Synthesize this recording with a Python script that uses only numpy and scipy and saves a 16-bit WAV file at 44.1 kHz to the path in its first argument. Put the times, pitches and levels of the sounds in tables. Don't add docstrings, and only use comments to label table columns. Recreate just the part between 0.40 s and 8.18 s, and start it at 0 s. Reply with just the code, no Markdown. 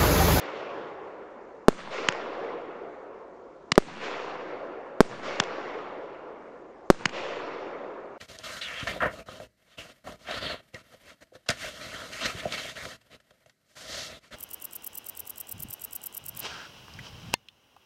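import sys
import numpy as np
from scipy import signal
from scipy.io import wavfile

SR = 44100
rng = np.random.default_rng(int(sys.argv[2]) if len(sys.argv) > 2 else 0)


def wav_out(sig):
    wavfile.write(sys.argv[1], SR, np.round(np.clip(np.atleast_2d(sig).T, -1, 1) * 32767).astype(np.int16))


N = 343085
TIME_S = np.arange(N) / SR
BANDS_HZ = 32 * 2 ** (np.arange(27) / 3)
STEP_SAMPLES = 100

# (time [s], level [dB], push length [ms], ground reflection lag [ms])
BURSTS = [(-.42, 12, 1.26, 5), (1.2834, 13, 1.446, 4.42), (3.3787, 12.5, 1.2, 4.7),
          (4.6056, 13.5, 1.33, 4.33), (6.5018, 13, 1.23, 5.06)]
# (time [s], crack level [dB], charge size [dB])
LIFTS = [(-.08, 5, -1.5), (1.6874, 7, -3.5), (3.3197, 4, 1.5), (5.0009, 6.5, 0.3), (6.6569, 2.5, 0)]
# (delay [s], level [dB], low-pass [Hz])
LIFT_ECHOES = [(0.0368, -20, 9880)]
# (delay [s], level [dB])
REFLECTORS = [(.0243, -39), (.045, -38), (.108, -36), (.192, -33.5), (.226, -40)]
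# (first return [s], swell [s], level [dB], fade [dB/s])
ZONES = [(.004, 0.0029, -46, 299), (.01, 0.0033, -49.5, 2), (0.087, 0.027, -45, 19.5),
         (.222, 0.049, -35.5, 7.5), (.45, 0.33, -41, 12.5), (1.049, 0.48, -56, 17)]
# (frequency [Hz], density [dB])
FIELD_SPECTRUM = [(60, -17.5), (140, -4.5), (230, -1), (380, -0.5), (560, -11.5), (850, -16.5),
                  (1400, -6.5), (2500, -12), (4000, -15.5), (6200, -16.5), (9500, -26), (12000, -57)]
BUSH_SPECTRUM = [(60, -28), (140, -2.5), (230, -4), (380, -13), (560, -8), (850, -6.5), (1250, -7.5),
                 (2500, -14.5), (4000, -20), (9000, -46)]
TREE_SPECTRUM = [(60, -39), (170, -22), (260, -20.5), (360, -1.5), (540, 2), (800, -7), (1150, -4),
                 (1500, -9), (2300, -10), (4000, -18.5), (6000, -22.5), (8000, -42.5), (10000, -63),
                 (13000, -95.5)]
WOODS_SPECTRUM = [(60, -30.5), (160, -13), (240, -12), (320, 1), (480, 4.5), (650, -3), (1050, -6.5),
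                  (1400, -13), (2100, -18), (2800, -31), (6500, -46), (10000, -80.5)]
# (frequency [Hz], loss [dB/s])
AIR_LOSS = [(60, 17), (250, 2), (500, 3), (1000, 3.5), (2000, 12), (4000, 27), (7000, 42), (12000, 83.5)]
# (frequency [Hz], gain [dB])
LIFT_COLOUR = [(100, -10.5), (450, -15.5), (1200, -6.5), (3000, 3), (8000, -7)]
# (frequency [Hz], density [dB])
NIGHT_SPECTRUM = [(30, 7), (100, -0.5), (450, 5), (1000, -5.5), (2000, -10.5), (3500, -17.5), (7000, -21),
                  (9000, -36), (12000, -50), (16000, -53)]
# (gain [dB], time constant [s])
RECOVERY = [(-49, 0.005), (-59, 0.065)]


def from_db(db):
    return 10 ** (np.asarray(db) / 20)


def unit_rms(x):
    return x / np.sqrt(np.mean(x ** 2) + 1e-20)


def per_band(table):
    hz, value = np.transpose(table)
    return np.interp(np.log(BANDS_HZ), np.log(hz), value)[:, None]


def band_shares(spectrum):
    power = from_db(per_band(spectrum)) ** 2 * BANDS_HZ[:, None]
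    return power / power.sum()


def cut(x, hz, kind, order=2):
    return signal.sosfilt(signal.butter(order, hz, kind, fs=SR, output="sos"), x + 1e-18)


def resonant_high_pass(x, hz, q):
    w = 2 * np.pi * hz / SR
    return signal.lfilter(*signal.bilinear([1, 0, 0], [1, w / q, w * w]), x + 1e-18)


def add(out, start_s, sound):
    at = round(start_s * SR)
    if 0 <= at < N:
        out[at:at + len(sound)] += sound[:N - at]


def puff(age_s, peak_s):
    return age_s / peak_s * np.exp(1 - age_s / peak_s)


def banded_noise(power, flicker_db=1.0, flicker_hz=25, swell_db=1.2, swell_hz=5):
    out, white = np.zeros(N), rng.standard_normal((3, N))
    steps_s = np.linspace(0, TIME_S[-1], power.shape[1])
    for k, centre_hz in enumerate(BANDS_HZ):
        flicker, swell = (unit_rms(cut(rng.standard_normal(len(steps_s)), hz * STEP_SAMPLES, "low"))
                          for hz in (flicker_hz, swell_hz))
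        gain = np.sqrt(power[k]) * from_db(flicker_db * flicker + swell_db * swell)
        band = cut(white[k % 3], centre_hz * 2 ** (np.array([-1, 1]) / 6), "band", order=3)
        out += np.interp(TIME_S, steps_s, gain) * unit_rms(band)
    return out


def night_power(level_db=-62):
    return from_db(level_db) ** 2 * band_shares(NIGHT_SPECTRUM)


def scattered_power(delay_s):
    spectra = [FIELD_SPECTRUM, FIELD_SPECTRUM, BUSH_SPECTRUM, TREE_SPECTRUM] + [WOODS_SPECTRUM] * 2
    power, air_db_per_s = 0, per_band(AIR_LOSS)
    for (first_s, swell_s, db, fade_db_per_s), spectrum in zip(ZONES, spectra):
        swept_share = np.clip((delay_s - first_s) / swell_s, 0, 1) ** (2 / 3)
        loss_db = (fade_db_per_s + air_db_per_s) * np.maximum(delay_s - first_s - swell_s, 0)
        power += band_shares(spectrum) * swept_share * from_db(db - loss_db) ** 2
    return power


def rush(burst_db=-.5, db_per_doubling=4.5, lift_db=-10):
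    steps_s = np.linspace(0, TIME_S[-1], N // STEP_SAMPLES)
    shots = [(s, burst_db + db_per_doubling * np.log2(push_ms)) for s, _, push_ms, _ in BURSTS]
    shots += [(s, lift_db + charge_db + per_band(LIFT_COLOUR)) for s, _, charge_db in LIFTS]
    returns = sum(from_db(db) ** 2 * scattered_power(steps_s - s) for s, db in shots)
    return cut(banded_noise(night_power() + returns), 9900, "low", order=12)


def echoes(x, table):
    out, thin = np.zeros(N), cut(x, 550, "high")
    for delay_s, db, dull_hz in table:
        add(out, delay_s, from_db(db) * cut(thin, dull_hz, "low"))
    return out


def burst_echoes(x, trunks=9, near_s=.27, far_s=.58, trunk_db=-31, dull_hz_at_100_ms=2100):
    depth = (np.arange(trunks) + rng.uniform(0, 1, trunks)) / trunks
    paths = list(REFLECTORS) + [(s, trunk_db) for s in near_s + (far_s - near_s) * depth]
    return echoes(x, [(s, db, dull_hz_at_100_ms / (s / .1) ** .18) for s, db in paths])


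def blast(push_ms):
    age = TIME_S[:SR // 20] * 1000 / push_ms
    return -(1 - age) * np.exp(-age)


def lifts(gas_db=-15, gas_lead_s=.0022, thump_db=-22.5, thump_hz=158, thump_lag_s=.0003):
    crack, gas, thump = np.zeros((3, N))
    age_s = TIME_S[:SR // 20]
    tube = np.sin(2 * np.pi * thump_hz * age_s) * puff(age_s, peak_s=.0021)
    for s, crack_db, charge_db in LIFTS:
        add(crack, s, from_db(crack_db) * blast(push_ms=.22))
        hiss = unit_rms(cut(rng.standard_normal(len(age_s)), [1100, 3600], "band", order=1))
        spit = cut(hiss, 800, "high") * puff(age_s, peak_s=.002) ** 2
        add(gas, s - gas_lead_s, from_db(gas_db + charge_db) * spit)
        add(thump, s + thump_lag_s, from_db(thump_db + charge_db) * tube)
    body = from_db(-5) * cut(crack, 400, "low")
    edge = resonant_high_pass(cut(crack, 2900, "low"), hz=1400, q=1.0)
    sharp = cut(body + edge + gas, 7600, "low", order=6)
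    return sharp + cut(thump, 85, "high") + echoes(sharp, LIFT_ECHOES)


def bursts(ground_db=-10, tear_db=-23, tear_s=.003):
    direct, bounce, rasp = np.zeros((3, N))
    for s, db, push_ms, lag_ms in BURSTS:
        wave = from_db(db) * blast(push_ms)
        add(direct, s, wave)
        add(bounce, s + lag_ms / 1000, wave)
        tear = rng.standard_normal(len(wave)) * np.exp(-TIME_S[:len(wave)] / tear_s)
        add(rasp, s, from_db(db) * tear)
    waves = cut(direct, 6000, "low") + from_db(ground_db) * cut(bounce, 700, "low")
    swings = resonant_high_pass(waves, hz=348, q=.95)
    return swings + burst_echoes(swings) + from_db(tear_db) * cut(rasp, 3200, "low", order=1)


def microphone_treble(x, dull_hz=10000, ring_hz=11350, ring_db=4):
    peak = signal.iirpeak(ring_hz, Q=12, fs=SR)
    ringing = signal.lfilter(*peak, signal.lfilter(*peak, x))
    return cut(x, dull_hz, "low", order=3) + from_db(ring_db) * ringing


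def scene():
    return (bursts() + lifts() + rush())[None]


def record(dry, clip_level=.91, overload_level=1.05, coupling_hz=.55, cutoff_hz=16100):
    clipped = np.clip(dry, -clip_level, clip_level)
    overload = np.tanh(4 * np.maximum(np.abs(dry) - overload_level, 0)) + 1e-18
    bias = sum(from_db(db) * signal.lfilter([1], [1, -np.exp(-1 / (tau_s * SR))], overload)
               for db, tau_s in RECOVERY)
    shifted = clipped + cut(bias, coupling_hz, "high", order=1)
    return cut(microphone_treble(shifted), cutoff_hz, "low", order=16)


dry = scene()
out = record(dry)
wav_out(out)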